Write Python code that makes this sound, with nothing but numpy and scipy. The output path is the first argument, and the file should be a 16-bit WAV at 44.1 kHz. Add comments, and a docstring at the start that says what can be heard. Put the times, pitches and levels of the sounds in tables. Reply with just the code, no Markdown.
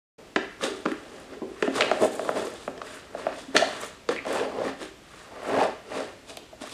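"""A hollow paper noodle cup sounds as hands press on it and peel its glued foil lid back, in a small hard room.
The seal lets go in snaps, and in drags of tiny random slips that ring the cup's damped modes.
The cup flexes in soft thuds; foil crinkles, rustles and slides as filtered clicks and noise;
one pop, a wavering sine, rings on briefly near 2 kHz.
After a short silence all fades in quickly, over a hiss, a low hum and faint thin tones of narrow-band noise."""
import sys
import numpy as np
from scipy import signal
from scipy.fft import rfft, irfft
from scipy.io import wavfile

SR = 44100
rng = np.random.default_rng(int(sys.argv[2]) if len(sys.argv) > 2 else 0)


def inscribe(sig):
    """Save sig as 16-bit PCM at rate SR to the path in sys.argv[1].

    A 1-D sig is mono; a 2-D sig holds one channel per row.
    Samples are clipped to [-1, 1] before scaling.
    """
    pcm = np.round(np.clip(np.atleast_2d(sig).T, -1, 1) * 32767)
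    wavfile.write(sys.argv[1], SR, pcm.astype(np.int16))


N = 296790

# Modes of the cup's air and base: f/Hz, relative level/dB, t60/s
HOLLOW = [(152, -4, 0.053), (265.6, -1.5, 0.14), (312.4, 0, 0.057), (385, 2, 0.068), (420, -1, 0.089),
          (470.3, 3.5, 0.048), (540, -2, 0.17), (600, 1.5, 0.055), (651.4, 4, 0.043), (695.5, 4, 0.025),
          (773, 0.5, 0.07), (886.7, -3, 0.067), (1040, 3.5, 0.029)]
# Modes of the stiff paper wall and lid, the high ones damped sooner: f/Hz, relative level/dB, t60/s
WALL = [(hz, db, 0.017 * (1200 / hz) ** 1.05) for hz, db in [ (1170, 4), (1370, 2), (1650, 0.5),
        (1810, 2.5), (2030, -1.5), (2280, -3), (2550, -2.0), (2850, -1.0), (3200, -14.5), (3600, -5.5),
        (4100, -8), (4700, -2), (5400, -8.5), (6300, -14)]]
# Spectrum of moving foil: f/Hz, relative spectral level/dB
FOIL = [(1760, -8), (3000, -5.5), (3420, -0.5), (4370, -6), (5020, -6.5), (5790, -8.5), (8990, -8),
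        (15400, -40.5)]


def amp(db):
    """Level definition: a gain is ten to the power of dB over 20."""
    return 10 ** (np.asarray(db) / 20)


def rms_one(x):
    """Normalization: the mean power is brought to 1."""
    return x / np.sqrt(np.mean(x ** 2) + 1e-20)


def at_hz(points, hz):
    """Logarithmic frequency scale: (Hz, value) rows are interpolated along it."""
    table_hz, values = np.array(points).T
    return np.interp(np.log(hz + 1), np.log(table_hz), values)


def colour(x, spectrum):
    """Linear filtering: each frequency component is weighted by (Hz, dB) rows."""
    gain_db = at_hz(spectrum, np.fft.rfftfreq(len(x), 1 / SR))
    return irfft(rfft(x) * amp(gain_db), len(x))


def drift(rate_hz):
    """Low-passed noise: two equal poles make a random wander of rms 1."""
    r = np.exp(-2 * np.pi * rate_hz / SR)
    wander = signal.lfilter([1], [1, -2 * r, r * r], rng.standard_normal(N + SR))
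    return rms_one(wander[SR:])   # the filter's first second is left out


def ring(force, hz, t60):
    """Damped resonance: a unit click sets off a decaying sine of height about 1."""
    r = amp(-60 / (max(t60, .003) * SR))
    w = 2 * np.pi * hz / SR
    return signal.lfilter([0, np.sin(w)], [1, -2 * r * np.cos(w), r * r], force + 1e-18)


def slips(per_s, spread_db, clump_db, clump_rate):
    """Stick-slip friction: clicks of random time, size and sign, their strength wandering in clumps."""
    sizes = amp(spread_db * np.minimum(rng.exponential(1, N), 4)) * rng.choice([-1, 1], N)
    happens = rng.random(N) < per_s / SR
    return sizes * happens * amp(clump_db * drift(clump_rate))


def rubbed(modes, force, weight_db, level_db):
    """Modal excitation by friction: each slip falls at random to one mode of the body."""
    dealt = rng.integers(0, len(modes), N)
    weights = amp(weight_db + np.array(modes)[:, 1])
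    # Longer rings hold more energy; the energy stays even as the weights move
    energy = np.sum(weights ** 2 * np.array(modes)[:, 2], axis=1, keepdims=True)
    weights = weights / np.sqrt(energy)
    total = 0
    for k, (hz, _, t60) in enumerate(modes):
        total = total + ring(force * (dealt == k) * weights[:, k], hz, t60)
    return amp(level_db) * rms_one(total)


def struck(modes, s, blow_db, ms, scatter_db, neighbour):
    """Modal excitation by impact: a brief push at each mode's frequency drives it; blow_db is blows x modes."""
    luck = rng.standard_normal((len(s), len(modes)))
    forces = np.zeros((len(modes), N + SR))
    hz, db, t60 = np.transpose(modes)
    signs = neighbour ** np.arange(len(hz))   # a negative ratio drives neighbours in opposite ways
    for row, at in enumerate((s * SR).astype(int)):
        push = np.hanning(int(np.clip(ms[row], .3, 50) * SR / 1000) + 2)
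        chatter = np.cos(2 * np.pi * hz[:, None] * np.arange(len(push)) / SR)
        size = amp(blow_db[row] + db + scatter_db * luck[row]) * signs
        forces[:, at:at + len(push)] += size[:, None] * chatter * push / push.sum()
    return sum(ring(force[:N], f, t) for force, f, t in zip(forces, hz, t60))


def off_pitch(modes, hz, db_per_octave):
    """Selective excitation: modes get weaker (dB, one column each) by their octaves from the driven pitch."""
    octaves = np.log2(np.array(modes)[:, 0] / np.asarray(hz)[:, None])
    return -db_per_octave * np.abs(octaves)


def swells(s, swell_ms, hold_ms, fade_ms):
    """Exponential envelope: straight slopes in dB, one row per stroke at every 64th sample."""
    ms = 1000 * (np.arange(0, N + 64, 64) / SR - s)
    before = -ms / np.maximum(swell_ms, 5)
    after = (ms - hold_ms) / np.maximum(fade_ms, 5)
    return -20 * np.clip(np.maximum(before, after), 0, 12)   # 20 dB per swell or fade time


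def every_sample(curve):
    """Linear interpolation: a curve given at every 64th sample is filled in."""
    return np.interp(np.arange(N) / 64, np.arange(len(curve)), curve)


def strokes():
    """Incoherent addition: stroke powers add up, and each pitch counts by its drag power."""
    # Pulls and rubs of a hand: full force at t/s, swell/ms, hold/ms, fade/ms, cup drag level/dB,
    # wall scrape level/dB, foil rustle level/dB, pitch where the hollow is driven most f/Hz
    pulls = [(0.2, 40, 10, 180, -50.5, -71, -82, 457), (0.42, 42, 5, 165, -41.5, -45, -67, 370),
             (0.633, 29, 11, 83, -29.5, -31.5, -33.5, 363), (0.75, 120, 15, 180, -43.5, -52, -53, 366),
             (0.885, 45, 8.7, 150, -43.5, -41, -55, 335), (1.15, 610, 57, 240, -46.5, -52.5, -55.5, 388),
             (1.33, 87, 10, 120, -43.5, -48, -69, 395), (1.48, 100, 9.1, 150, -49, -69, -66, 368),
             (1.66, 165, 4.5, 81, -43.5, -42.5, -49.5, 350), (1.766, 46, 15, 46, -27, -30, -34, 380),
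             (1.8, 45, 22, 180, -26.5, -34.5, -43, 524), (1.96, 210, 10, 120, -34.5, -45, -48.5, 580),
             (2.027, 46, 9.8, 64, -20.5, -32, -37.5, 426), (2.13, 45, 150, 230, -38, -52, -50, 440),
             (2.28, 160, 5, 150, -35, -45.5, -53, 550), (2.36, 35, 34, 164, -29, -38, -44, 487),
             (2.58, 600, 63, 120, -50, -52, -52, 425), (2.72, 120, 97, 190, -44.5, -61, -71, 490),
             (2.87, 93, 84, 180, -49, -45.5, -52, 440), (3.19, 85, 9.2, 180, -40.5, -46, -51, 457),
             (3.32, 260, 10, 126, -38, -43.5, -66, 540), (3.39, 130, 5, 140, -49.5, -51.5, -47, 440),
             (3.551, 11, 8.1, 32, -24, -28.5, -41, 473), (3.58, 15, 15, 120, -31, -53, -39.5, 570),
             (3.64, 180, 126, 110, -39.5, -43, -46.5, 674), (3.819, 60, 20, 110, -40.5, -40, -43.5, 530),
             (4.113, 24, 4.4, 65, -29.5, -35, -42, 420), (4.28, 36, 108, 120, -32.5, -40.5, -45, 536),
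             (4.37, 130, 12, 100, -31.5, -32, -47, 540), (4.43, 80, 26, 100, -30.5, -46, -60, 420),
             (4.59, 360, 57, 91, -32.5, -45, -57, 520), (4.66, 90, 24, 76, -32, -36.5, -47.5, 420),
             (4.819, 43, 8.5, 93, -38, -39.5, -44, 355), (5.2, 290, 15, 150, -65, -50.5, -54, 540),
             (5.48, 42, 23, 76, -33, -41, -55, 510), (5.54, 100, 32, 120, -25.5, -43, -60, 556),
             (5.599, 240, 33, 102, -24.5, -30.5, -44, 636), (5.96, 99, 18, 157, -30.5, -36.5, -43.5, 537),
             (6.3, 42, 4.1, 65, -43, -51, -44, 576), (6.42, 91, 8.8, 44, -51, -63, -74, 510),
             (6.619, 23, 10, 48, -39, -45.5, -43.5, 500), (6.66, 55, 6.7, 110, -52, -47, -48, 500),
             (6.72, 49, 10, 60, -49, -65, -43.5, 450)]
    touch_db = (-68, -70, -73)   # the hands never quite rest: cup, wall, foil
    s, swell_ms, hold_ms, fade_ms, *levels_db, hz = np.transpose(pulls)[:, :, None]
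    shape_db = swells(s, swell_ms, hold_ms, fade_ms)
    powers = [amp(2 * (db + shape_db)) for db in levels_db]
    curves = [10 * np.log10(p.sum(axis=0) + amp(2 * rest_db)) for p, rest_db in zip(powers, touch_db)]
    curves.append(np.sum(powers[0] * hz, axis=0) / powers[0].sum(axis=0))
    return [every_sample(curve) for curve in curves]


def hands():
    """Stick-slip friction: glue drags on the rim, fingers scrape the wall and the foil rustles."""
    drag_db, scrape_db, rustle_db, hz = strokes()
    grip = slips(per_s=3000, spread_db=3, clump_db=0.0, clump_rate=110)
    drag = rubbed(HOLLOW, grip, off_pitch(HOLLOW, hz, db_per_octave=5.5), drag_db)
    # The drag shakes the table top under the cup, 25.5 dB weaker
    table = amp(drag_db - 25.5) * rms_one(ring(grip, hz=118.4, t60=0.077))
    grain = slips(per_s=6000, spread_db=3.5, clump_db=1.5, clump_rate=82)
    scrape = rubbed(WALL, grain, np.zeros((1, len(WALL))), scrape_db)
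    folds = colour(slips(per_s=6600, spread_db=2.0, clump_db=2.0, clump_rate=150), FOIL)
    rustle = amp(rustle_db) * rms_one(folds)
    return drag + table + scrape + rustle


def background():
    """Narrow-band noise: a steady hiss, and noise through paired resonances as a hum and thin tones."""
    # Spectrum of the hiss: f/Hz, relative spectral level/dB
    hiss_spectrum = [(12, -27), (20, -4), (49, 5), (306, 7), (451, 4), (744, -0.5), (1490, -4),
                     (1920, -4.5), (2400, -4), (4420, -9.5), (7710, -13), (14200, -29), (15400, -36)]
    # Wavering hum and thin tones: f/Hz, bandwidth/Hz, rms level/dB
    thin_tones = [(58, 13, -68), (7340, 36, -79), (10800, 29, -80), (12600, 25, -84), (14300, 25, -88)]
    hiss_db = -52   # rms
    out = amp(hiss_db) * rms_one(colour(rng.standard_normal(N), hiss_spectrum))
    for hz, width_hz, db in thin_tones:
        t60 = np.log(1000) / (np.pi * width_hz)
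        once = ring(rng.standard_normal(N), hz, t60)
        out = out + amp(db) * rms_one(ring(once, hz, t60))
    return out


def room(x):
    """Diffuse reverberation: after a short gap come dense echoes with a decay time for each octave."""
    # Reverberation time of the room: f/Hz, t60/s
    decay_times = [(200, 0.46), (1000, 0.33), (3000, 0.67), (8000, 0.26)]
    level_db, gap_s = -9, 0.0023
    t = np.arange(SR // 2) / SR
    edges = 100 * 2. ** np.arange(8)
    echoes = 0
    for low, high in zip(edges, edges[1:]):
        octave = signal.butter(2, [low, high * 1.2], "band", fs=SR, output="sos")
        band = signal.sosfilt(octave, rng.standard_normal(len(t)))
        echoes = echoes + band * amp(-60 * t / at_hz(decay_times, np.sqrt(low * high)))
    echoes = echoes * np.clip(t / gap_s - 1, 0, 1)   # silent gap, then an equally long rise
    echoes = echoes / np.sqrt(np.sum(echoes ** 2))
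    return amp(level_db) * signal.fftconvolve(x, echoes)[:N]


def flexes():
    """Narrow-band excitation: a slow push of a finger reaches mainly the hollow's modes near its pitch."""
    # Soft thuds of the flexing cup: t/s, relative level/dB, pitch f/Hz, time to give/ms
    pushes = [(0.182, -39, 432, 5.7), (0.379, -36, 370, 7.7), (0.675, -22, 385, 9.1),
              (0.711, -20, 374, 3.1), (0.916, -16.5, 317, 7.1), (1.257, -34, 254, 6.3),
              (1.363, -29.5, 397, 5.2), (1.509, -23.5, 363, 2.5), (1.677, -7.5, 278, 5),
              (2.017, -9.5, 380, 5.6), (2.028, -18, 637, 4.1), (2.049, -22.5, 643, 6.4),
              (2.363, -20.5, 487, 13.6), (3.475, -21.5, 263, 20), (3.545, -10.5, 334, 14),
              (3.589, -25, 610, 5.9), (3.617, -15.5, 686, 14.4), (4.297, -20, 506, 13),
              (4.354, -21, 850, 8.1), (4.611, -17.5, 523, 3.4), (4.664, -14, 252, 11),
              (4.823, -25, 330, 4.9), (5.456, -45, 610, 3), (5.487, -22, 510, 2), (5.54, -28.5, 700, 7.2),
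              (5.579, -14, 840, 16), (5.612, -15, 836, 3.5), (5.644, -19.5, 490, 8.8),
              (5.964, -24, 496, 5.1), (5.999, -28, 510, 7), (6.528, -36.5, 650, 2), (6.609, -26, 273, 11),
              (6.632, -33.5, 630, 3.5)]
    s, level_db, hz, ms = np.transpose(pushes)
    thud_db = level_db[:, None] - 3.0 + off_pitch(HOLLOW, hz, db_per_octave=41)
    return struck(HOLLOW, s, thud_db, ms, scatter_db=1.5, neighbour=-1.144)


def snaps():
    """Impulsive release: a hollow knock, a ring of the wall near its own pitch and a short foil crack."""
    # Snaps of seal or lid: t/s, relative level/dB, pitch where the hollow is driven most f/Hz,
    # the same for the wall f/Hz, wall ring re snap level/dB, foil crack re snap level/dB
    releases = [(0.36, -3, 334, 1480, -10.5, -23.5), (0.363, -13.5, 704, 2560, -6, -39),
                (0.61, -27.5, 580, 1220, -3.5, -21), (0.637, -17, 400, 1170, -10.5, -9.5),
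                (0.854, -11, 450, 1060, -18, -28), (0.859, -9, 312, 1100, -7.5, -31),
                (0.916, -30, 326, 1770, 1, -17), (1.417, -14, 315, 1200, -40, -45),
                (1.43, -20.5, 420, 1210, -35, -49), (1.624, -7, 421, 1820, -11, -21),
                (1.676, -14, 600, 1290, -15, -38), (1.808, -10.5, 605, 1860, -4.5, -8),
                (1.821, -16.5, 600, 2370, 1, -31), (1.913, -3.5, 707, 1320, -14.5, -28),
                (2.193, -17.5, 650, 1240, -8, -42), (2.248, -31, 585, 1120, -3.5, -12),
                (2.29, -8.5, 678, 1050, -8.5, -36), (2.469, -21, 473, 1240, -11.5, -19),
                (2.677, -12.5, 638, 1090, -13, -44), (2.777, -33, 560, 1650, -6.5, -11),
                (2.816, -27.5, 653, 1180, -3, -12), (3.148, -15.5, 626, 1280, -23, -41),
                (3.266, -10, 637, 1110, -14, -45), (3.565, -17, 345, 1700, 6.5, 6.5),
                (3.577, -20.5, 610, 3500, -3, 0.5), (3.832, -24, 620, 1110, -11, -18),
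                (4.089, -9, 454, 1150, -14.5, -17), (4.112, -31.5, 617, 1130, -2, -16),
                (4.162, -27.5, 245, 1960, -1.5, -17), (4.251, -19, 644, 1050, -14, -22),
                (4.265, -12, 580, 1180, -32, -32), (4.586, -15, 540, 1190, -28, -34),
                (6.304, -42, 590, 2950, 5, -17), (6.371, -27.5, 705, 2580, -8.5, -11),
                (6.695, -42, 272, 2600, -4, 0)]
    s, level_db, hollow_hz, wall_hz, wall_db, foil_db = np.transpose(releases)
    ms = np.full(len(s), 1.63)   # push on the wall; the hollow's is longer

    focus_db = off_pitch(HOLLOW, hollow_hz, db_per_octave=54.5)
    knock_db = level_db[:, None] + 0.5 + np.maximum(focus_db, -17)   # far modes still get a small share
    knock = struck(HOLLOW, s, knock_db, 2.86 * ms, scatter_db=3, neighbour=0.98)

    snap_db = (level_db + wall_db + 4.5)[:, None] + off_pitch(WALL, wall_hz, db_per_octave=11.5)
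    wall = struck(WALL, s, snap_db, ms, scatter_db=2.5, neighbour=-1.079)

    kicks = np.zeros(N)
    kicks[(s * SR).astype(int)] = amp(level_db + foil_db + 1.5)
    fading = signal.lfilter([1], [1, -amp(-60 / (0.03 * SR))], kicks + 1e-18)   # t60 0.03 s
    # A fold is duller than a rustle
    dull = signal.butter(3, 6500, fs=SR, output="sos")
    fizz = signal.sosfilt(dull, colour(rng.standard_normal(N), FOIL))
    soften = signal.butter(2, 9000, fs=SR, output="sos")
    crack = signal.sosfilt(soften, fading * rms_one(fizz))
    return knock + wall + crack


def crinkles():
    """Impulsive noise: each crease of foil is a burst of band-passed noise that dies exponentially."""
    # Thin bright ticks of foil: t/s, level before the band-pass/dB
    creases = [(0.809, -43), (0.918, -36), (1.2007, -41), (1.7554, -31), (2.1345, -44), (2.141, -37),
               (2.3007, -34), (2.3531, -41), (2.5027, -38), (2.5394, -35), (3.5445, -37), (3.8147, -29),
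               (4.2647, -37), (4.3287, -25), (5.435, -41), (6.289, -42), (6.3705, -29), (6.6154, -41),
               (6.6737, -38), (6.695, -36), (6.7151, -34)]
    t60_s, low_hz, high_hz = 0.0086, 5950, 11100
    s, level_db = np.transpose(creases)
    kicks = np.zeros(N)
    kicks[(s * SR).astype(int)] = amp(level_db)
    fading = signal.lfilter([1], [1, -amp(-60 / (t60_s * SR))], kicks + 1e-18)
    band = signal.butter(2, [low_hz, high_hz], "band", fs=SR, output="sos")
    return signal.sosfilt(band, fading * rng.standard_normal(N))


def slides():
    """Sliding friction: fine grains of foil on foil merge into a thin high hiss."""
    # Slides of loose foil: full force at t/s, swell/ms, hold/ms, fade/ms, level/dB
    glides = [(2.03, 61, 24, 28, -41), (2.13, 80, 130, 110, -52), (2.38, 54, 110, 30, -53.5),
              (2.62, 80, 50, 92, -62), (2.85, 29, 18, 60, -58), (2.95, 80, 16, 40, -53.5),
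              (3.81, 30, 15, 50, -48.5), (3.865, 40, 13, 21, -50), (4.33, 51, 30, 80, -50),
              (5.46, 68, 30, 60, -56)]
    # Spectrum of the sliding foil: f/Hz, relative spectral level/dB
    slide_spectrum = [(4000, -30), (7000, 4), (9000, 2), (10500, -3), (12000, -9.5), (14000, -16),
                      (15400, -27)]
    *shape, db = np.transpose(glides)[:, :, None]
    clicks = slips(per_s=5000, spread_db=-3.5, clump_db=3.5, clump_rate=76)
    grains = rms_one(colour(clicks, slide_spectrum))
    return every_sample(amp(db + swells(*shape)).sum(axis=0)) * grains


def pop():
    """Frequency and amplitude modulation: a pop's short, rough ring wavers in pitch and level."""
    # Path of the pop's ring: t/s, f/Hz, level/dB, the last two before the wavering
    path = [(4.160, 1970, -64), (4.167, 1990, -34), (4.172, 2280, -40), (4.19, 2130, -34),
            (4.21, 2100, -60)]
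    s, hz, db = np.transpose(path)
    t = np.arange(N) / SR
    pitch_hz = np.interp(t, s, hz) * (1 + 0.092 * drift(240))
    phase = 2 * np.pi * np.cumsum(pitch_hz) / SR
    level_db = np.interp(t, s, db, left=-200, right=-200) + 5.1 * drift(200)
    return amp(level_db) * np.sin(phase)


def scene():
    """Superposition: the cup's sounds, their echoes and the background add up."""
    sources = hands() + flexes() + snaps() + crinkles() + slides() + pop()
    # The cup is too small to radiate well below 140 Hz
    radiation = signal.butter(3, 140, "high", fs=SR, output="sos")
    cup = signal.sosfilt(radiation, sources)
    return (cup + room(cup) + background())[None]


def record(dry):
    """Saturation and band limiting: silence, a quick fade-in, rounded peaks and a steep treble cut."""
    start_s, fade_s, peak_top, cutoff_hz = 0.179, 0.0064, .85, 15700
    fade = np.clip((np.arange(N) / SR - start_s) / fade_s, 0, 1) ** 2
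    rounded = peak_top * np.tanh(dry * fade / peak_top)
    return signal.sosfilt(signal.cheby2(20, 60, cutoff_hz, fs=SR, output="sos"), rounded)


dry = scene()
out = record(dry)
inscribe(out)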